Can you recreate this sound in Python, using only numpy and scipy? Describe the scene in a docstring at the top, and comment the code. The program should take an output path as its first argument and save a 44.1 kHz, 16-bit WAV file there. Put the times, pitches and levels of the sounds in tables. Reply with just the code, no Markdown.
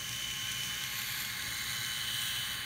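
"""A model locomotive rolls over a set of points and past a close microphone at a nearly steady speed.
From the start its shell whirrs (shaped noise), its motor drive whines (sine tones), its wheels tick on
rail gaps (short noise bursts) and the table rumbles (low noise) and bumps softly (fading low tones).
The wheels, front gears, motor and rear gears then stand out in turn, as noise chopped by the shaft.
The whine fades near the middle and swells again, strongest while the rear gears go by."""
import sys
import numpy as np
from scipy import signal
from scipy.fft import rfft, irfft, next_fast_len
from scipy.io import wavfile
from scipy.ndimage import map_coordinates

SR = 44100
rng = np.random.default_rng(int(sys.argv[2]) if len(sys.argv) > 2 else 0)


def file_out(sig):
    """Save sig as 16-bit WAV at sys.argv[1]."""
    # one column per channel
    cols = np.atleast_2d(sig).T
    # limit, then scale
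    lim = np.clip(cols, -1, 1)
    pcm = np.round(lim * 32767).astype(np.int16)
    wavfile.write(sys.argv[1], SR, pcm)


N = 116865

SWAY_DB = 0.35  # size of the small random level changes in the shell and the passing parts


def amp(db):
    """Turn dB into a plain multiplier."""
    return 10 ** (np.asarray(db) / 20)


def unit(x):
    """Scale x to an average strength (rms) of 1."""
    return x / np.sqrt(np.mean(x ** 2) + 1e-20)


def clock():
    """The time of every sample in seconds."""
    return np.arange(N) / SR


def curve(rows):
    """Join (seconds, value) points by straight lines, one value per sample."""
    return np.interp(clock(), *np.transpose(rows))


def wobble(rate):
    """A smooth random curve through `rate` random points a second."""
    points = rng.standard_normal(4096)
    return map_coordinates(points, [np.arange(N) * rate / SR], mode="wrap")


def filtered(x, response):
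    """Multiply each frequency in x by response(frequency in Hz)."""
    size = next_fast_len(N + 8192)  # spare room so the end does not wrap onto the start
    spectrum = rfft(x, size) * response(np.fft.rfftfreq(size, 1 / SR))
    return irfft(spectrum, size)[:N]


def coloured(x, points):
    """Shape x by (Hz, dB) points joined on a log pitch axis, then set its rms to 1."""
    hz, db = np.transpose(points)
    return unit(filtered(x, lambda f: amp(np.interp(np.log(f + 1), np.log(hz), db))))


def resonate(x, modes):
    """Pass x through steep-sided resonances, then set its rms to 1."""
    def response(f):
        power = 0
        for hz, width, db in modes:
            power = power + amp(db) ** 2 / (1 + ((f - hz) / width) ** 2 * 2) ** 3
        return np.sqrt(power)
    return unit(filtered(x, response))


def grit(rough_db):
    """Countless tiny contacts of uneven strength: noise whose level jitters quickly."""
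    return rng.standard_normal(N) * amp(rough_db * wobble(900))


def ringing(t60):
    """A body's many close modes: noise smeared by a fading noise that drops 60 dB in t60 seconds."""
    age = clock()[:SR // 6]
    modes = rng.standard_normal(len(age)) * amp(-60 * age / t60)
    return unit(signal.fftconvolve(rng.standard_normal(N + len(age) - 1), modes, "valid"))


def passing(modes, motion, turn):
    """One part rasps in step with the shaft, swelling and fading as it goes by."""
    nearest, half_time, db, once_db, twice_db = motion
    chop = amp(once_db * np.cos(turn) + twice_db * np.cos(2 * turn))
    steepness = 4  # higher makes the swell flatter on top and steeper at its sides
    near = 1 / np.sqrt(1 + np.abs((clock() - nearest) / half_time) ** steepness)
    # The frame and track ring briefly along with the rough contacts.
    rasp = grit(rough_db=3.0) + amp(-2) * ringing(t60=0.045)
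    level = amp(db + SWAY_DB * wobble(25.1))
    return level * near * resonate(chop * rasp, modes)


def running_gear():
    """Wheels, gears and motor, all turned by one shaft whose speed wavers a little."""
    # Motor speed. Each row: time in seconds, turns a second before the random waver.
    shaft_speed = [(0, 112), (1.15, 114), (1.7, 110.5), (2.25, 120), (2.65, 110.5)]
    # Resonances of each part. Each row: pitch in Hz, width in Hz, level in dB against the other rows.
    wheel_modes = [(2390, 420, -2.5), (2890, 510, -0.5), (3540, 390, -7), (5390, 640, -6), (5940, 360, 0),
                   (6570, 800, -2.5), (7600, 980, -9), (9180, 1300, -7.5), (12900, 3700, -12.5),
                   (15300, 1200, -17)]
    front_gear_modes = [(1110, 250, -9.5), (2340, 400, 5.5), (3360, 500, 0), (4360, 440, 4.5),
                        (5260, 930, -6), (7130, 990, -1), (9000, 1700, -9), (11300, 690, 0),
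                        (12500, 700, -5), (13230, 1400, -0.5), (14000, 550, -3.5)]
    motor_modes = [(2070, 290, 1), (4030, 370, 3), (4400, 560, -16), (5500, 720, -10.5), (6350, 660, -5.5),
                   (6930, 760, -5.5), (8750, 500, -5.5), (10900, 620, -11.5), (12040, 870, -8),
                   (14300, 1100, -37)]
    rear_gear_modes = [(2720, 230, -1.5), (3210, 350, 4.5), (3870, 450, 1.5), (6180, 1100, -6),
                       (7070, 500, -9), (8400, 960, -5.5), (9480, 800, -5), (11400, 730, -13),
                       (13200, 1500, -8.5), (15100, 1100, -8.5)]
    # How each part goes by, one row: nearest time in seconds, half-time of the swell in seconds,
    # level in dB before the sway, strength in dB of the chop once a turn, and of the chop twice a turn.
    wheel_pass = (.46, .47, -42, .7, .9)
    front_gear_pass = (1.09, .19, -41.7, 1.2, 3.6)
    motor_pass = (1.75, .33, -42.3, 3.5, .9)
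    rear_gear_pass = (2.26, .2, -39.4, 1.3, 2.6)

    turns_per_second = curve(shaft_speed) + 0.74 * wobble(8.56)
    turn = 2 * np.pi * np.cumsum(turns_per_second) / SR  # shaft angle in radians
    return (passing(wheel_modes, wheel_pass, turn)
            + passing(front_gear_modes, front_gear_pass, turn)
            + passing(motor_modes, motor_pass, turn)
            + passing(rear_gear_modes, rear_gear_pass, turn))


def shell():
    """The gear train keeps the plastic body whirring: rough noise plus the body's own ringing."""
    # Colour of the whirr. Each row: pitch in Hz, level in dB per Hz against the other rows.
    body_colour = [(520, -30), (700, -17.5), (850, -12.5), (1000, -10.5), (1200, -7), (1380, -5),
                   (1650, -2), (2000, 0.5), (2400, -6.5), (2750, -8.5), (3200, -4), (3900, -3.5),
                   (4550, -5.5), (4800, -14.5), (5100, -20), (5600, -20), (6150, -16.5), (7000, -12),
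                   (7500, -21.5), (8700, -11), (10400, -17.5), (11200, -15.5), (12500, -24), (13300, -13),
                   (15700, -15.5)]
    # Loudness of the whirr. Each row: time in seconds, level in dB before the sway.
    body_level = [(0, -45), (.5, -42.5), (1, -41), (1.5, -40), (2, -41), (2.4, -39.5), (2.65, -38.5)]
    body = grit(rough_db=2.0) + amp(2.5) * ringing(t60=0.15)
    level = amp(curve(body_level) + SWAY_DB * wobble(18))
    return level * coloured(body, body_colour)


def shaded(x):
    """The treble rises and dips several times along the pass and sinks at the end."""
    # Treble changes. Each row: time in seconds, level of the treble in dB.
    treble_level = [(0, 0.5), (.4, -1.6), (.65, 0.5), (.8, -2), (1.22, 0.4), (1.37, -0.5), (1.5, 1),
                    (1.97, 0.5), (2.07, -2), (2.22, 0.5), (2.4, -1.5), (2.53, 1.5), (2.65, -2.5)]
    treble_hz = 4900  # the treble starts around here
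    highs = filtered(x, lambda hz: 1 - 1 / (1 + (hz / treble_hz) ** 8))
    return x + (amp(curve(treble_level)) - 1) * highs


def tone(hz, flutter_db, drift):
    """A sine tone whose level flutters and whose phase drifts (drift in radians)."""
    phase = 2 * np.pi * hz * clock() + drift * wobble(12)
    return np.sqrt(2) * amp(flutter_db * wobble(21.94)) * np.sin(phase)


def whine():
    """The thin main whine, a wavering ring just above that beats against it, and the body's halo."""
    # Loudness of the whine. Each row: time in seconds, level in dB of the main tone before its flutter.
    whine_level = [(0, -48), (.3, -44), (.7, -44), (.85, -49), (.95, -52.5), (1.3, -60), (1.5, -52),
                   (1.8, -47.5), (2, -42.5), (2.3, -41), (2.48, -44), (2.57, -50), (2.65, -48)]
    whine_hz, ring_hz, halo_width_hz = 3005.3, 3071, 140
    main = tone(whine_hz, flutter_db=0.9, drift=0.06)
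    ring = unit(tone(ring_hz, flutter_db=3.5, drift=0.94))
    halo = resonate(rng.standard_normal(N), [(ring_hz, halo_width_hz, 0)])
    return amp(curve(whine_level)) * (main + amp(-6) * ring + amp(-5.5) * halo)


def drive_tones():
    """Weaker fixed pitches of the motor drive, each loudest at its own point of the pass."""
    # Each row: pitch in Hz, top level in dB before flutter, loudest time in seconds,
    # fall in dB for each second away from that time.
    drive_pitches = [(831, -66.5, 1.5, 1), (842, -68, 1.5, 1), (1073.3, -57.3, 1.3, 2),
                     (1536.3, -56, 2.1, 3), (1682.3, -53, 2.2, 3), (1981, -59, 1.6, 5),
                     (2146.3, -50.5, 1.1, 6), (4584, -54.5, 1.4, 4), (5907.7, -58.5, .7, 6),
                     (6054, -59, .4, 6), (6516.8, -55.5, .5, 5), (6752, -61, .4, 5), (15207.7, -61, 1.8, 2)]
    out = np.zeros(N)
    for hz, db, loudest, fall in drive_pitches:
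        level = amp(db - fall * np.abs(clock() - loudest))
        out += level * tone(hz, flutter_db=1.56, drift=0.068)
    return out


def ticks():
    """Wheels crossing rail gaps click: bright noise that starts fast, dies fast and has its own pitch."""
    # Wheels on rail gaps. Each row: start in seconds, level in dB before the shared trim and the
    # rise and fall, brightest pitch in Hz.
    gaps = [(0.092, -26, 5600), (0.117, -36, 5400), (.128, -32, 5500), (.1624, -29, 5960),
            (0.5189, -27, 9300), (0.634, -24, 6530), (.8375, -24.5, 3060), (1.0173, -25.5, 7300),
            (1.1224, -28, 11500), (1.2208, -27.5, 7200), (1.249, -28, 6950), (1.4224, -26.5, 3820),
            (1.8623, -29, 6400), (2.2174, -30, 8500)]
    # Colour shared by all clicks. Each row: pitch in Hz, level in dB against the other rows.
    click_colour = [(1500, -34), (3000, 11), (4500, 0), (5600, 0.5), (7200, -1), (9000, -2.5), (12000, -4),
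                    (15500, -11)]
    t60, rise_s = 0.012, 0.00041  # seconds to fall by 60 dB, seconds setting the rise
    trim_db, ping_db = -2, -4  # shared trim, and each gap's own resonance against the crack
    crack = coloured(rng.standard_normal(N), click_colour)
    out = np.zeros(N)
    for start, db, hz in gaps:
        age = np.maximum(clock() - start, 0)
        ping = resonate(rng.standard_normal(N), [(hz, 0.15 * hz, 0)])
        rise = 1 - np.exp(-age / rise_s)
        fade = amp(db + trim_db - 60 * age / t60)
        out += fade * rise * (crack + amp(ping_db) * ping)
    return out


def thumps():
    """The table booms softly now and then under the moving weight: a low tone that swells and fades."""
    # Soft bumps. Each row: start in seconds, level in dB before the shared trim.
    bumps = [(0.082, -40.5), (0.43, -38), (1.096, -37), (1.29, -44), (1.701, -36.5), (1.783, -35.5),
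             (2.373, -40)]
    boom_hz, peak_s, trim_db = 116.4, 0.014, -7  # pitch in Hz, seconds to the fullest swell, trim in dB
    out = np.zeros(N)
    for start, db in bumps:
        age = np.maximum(clock() - start, 0)
        swell = age / peak_s * np.exp(1 - age / peak_s)
        out += amp(db + trim_db) * swell * np.sin(2 * np.pi * boom_hz * age)
    return out


def rumble():
    """Low rumble of the table and the room: low-pitched noise that sways gently in level."""
    # Colour of the rumble. Each row: pitch in Hz, level in dB per Hz against the other rows.
    rumble_colour = [(22, -19), (40, -33), (52, -4), (63, -4.5), (82, -8), (100, -6), (118, 3), (135, -0.5),
                     (157, -8), (187, -5), (255, -12.5), (300, -16), (430, -17.5), (520, -25.5),
                     (580, -13.5), (690, -32.5), (900, -54)]
    level = amp(-52 + 0.8 * wobble(9.17))
    return level * coloured(rng.standard_normal(N), rumble_colour)


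def scene():
    """The whole pass at one microphone; the treble changes touch only the shell and running gear."""
    train = shaded(running_gear() + shell())
    return (train + whine() + drive_tones() + ticks() + thumps() + rumble())[None]


def record(dry):
    """Nothing is kept at or above the band limit."""
    top_hz = 15750
    return np.array([filtered(channel, lambda hz: hz < top_hz) for channel in dry])


dry = scene()
out = record(dry)
file_out(out)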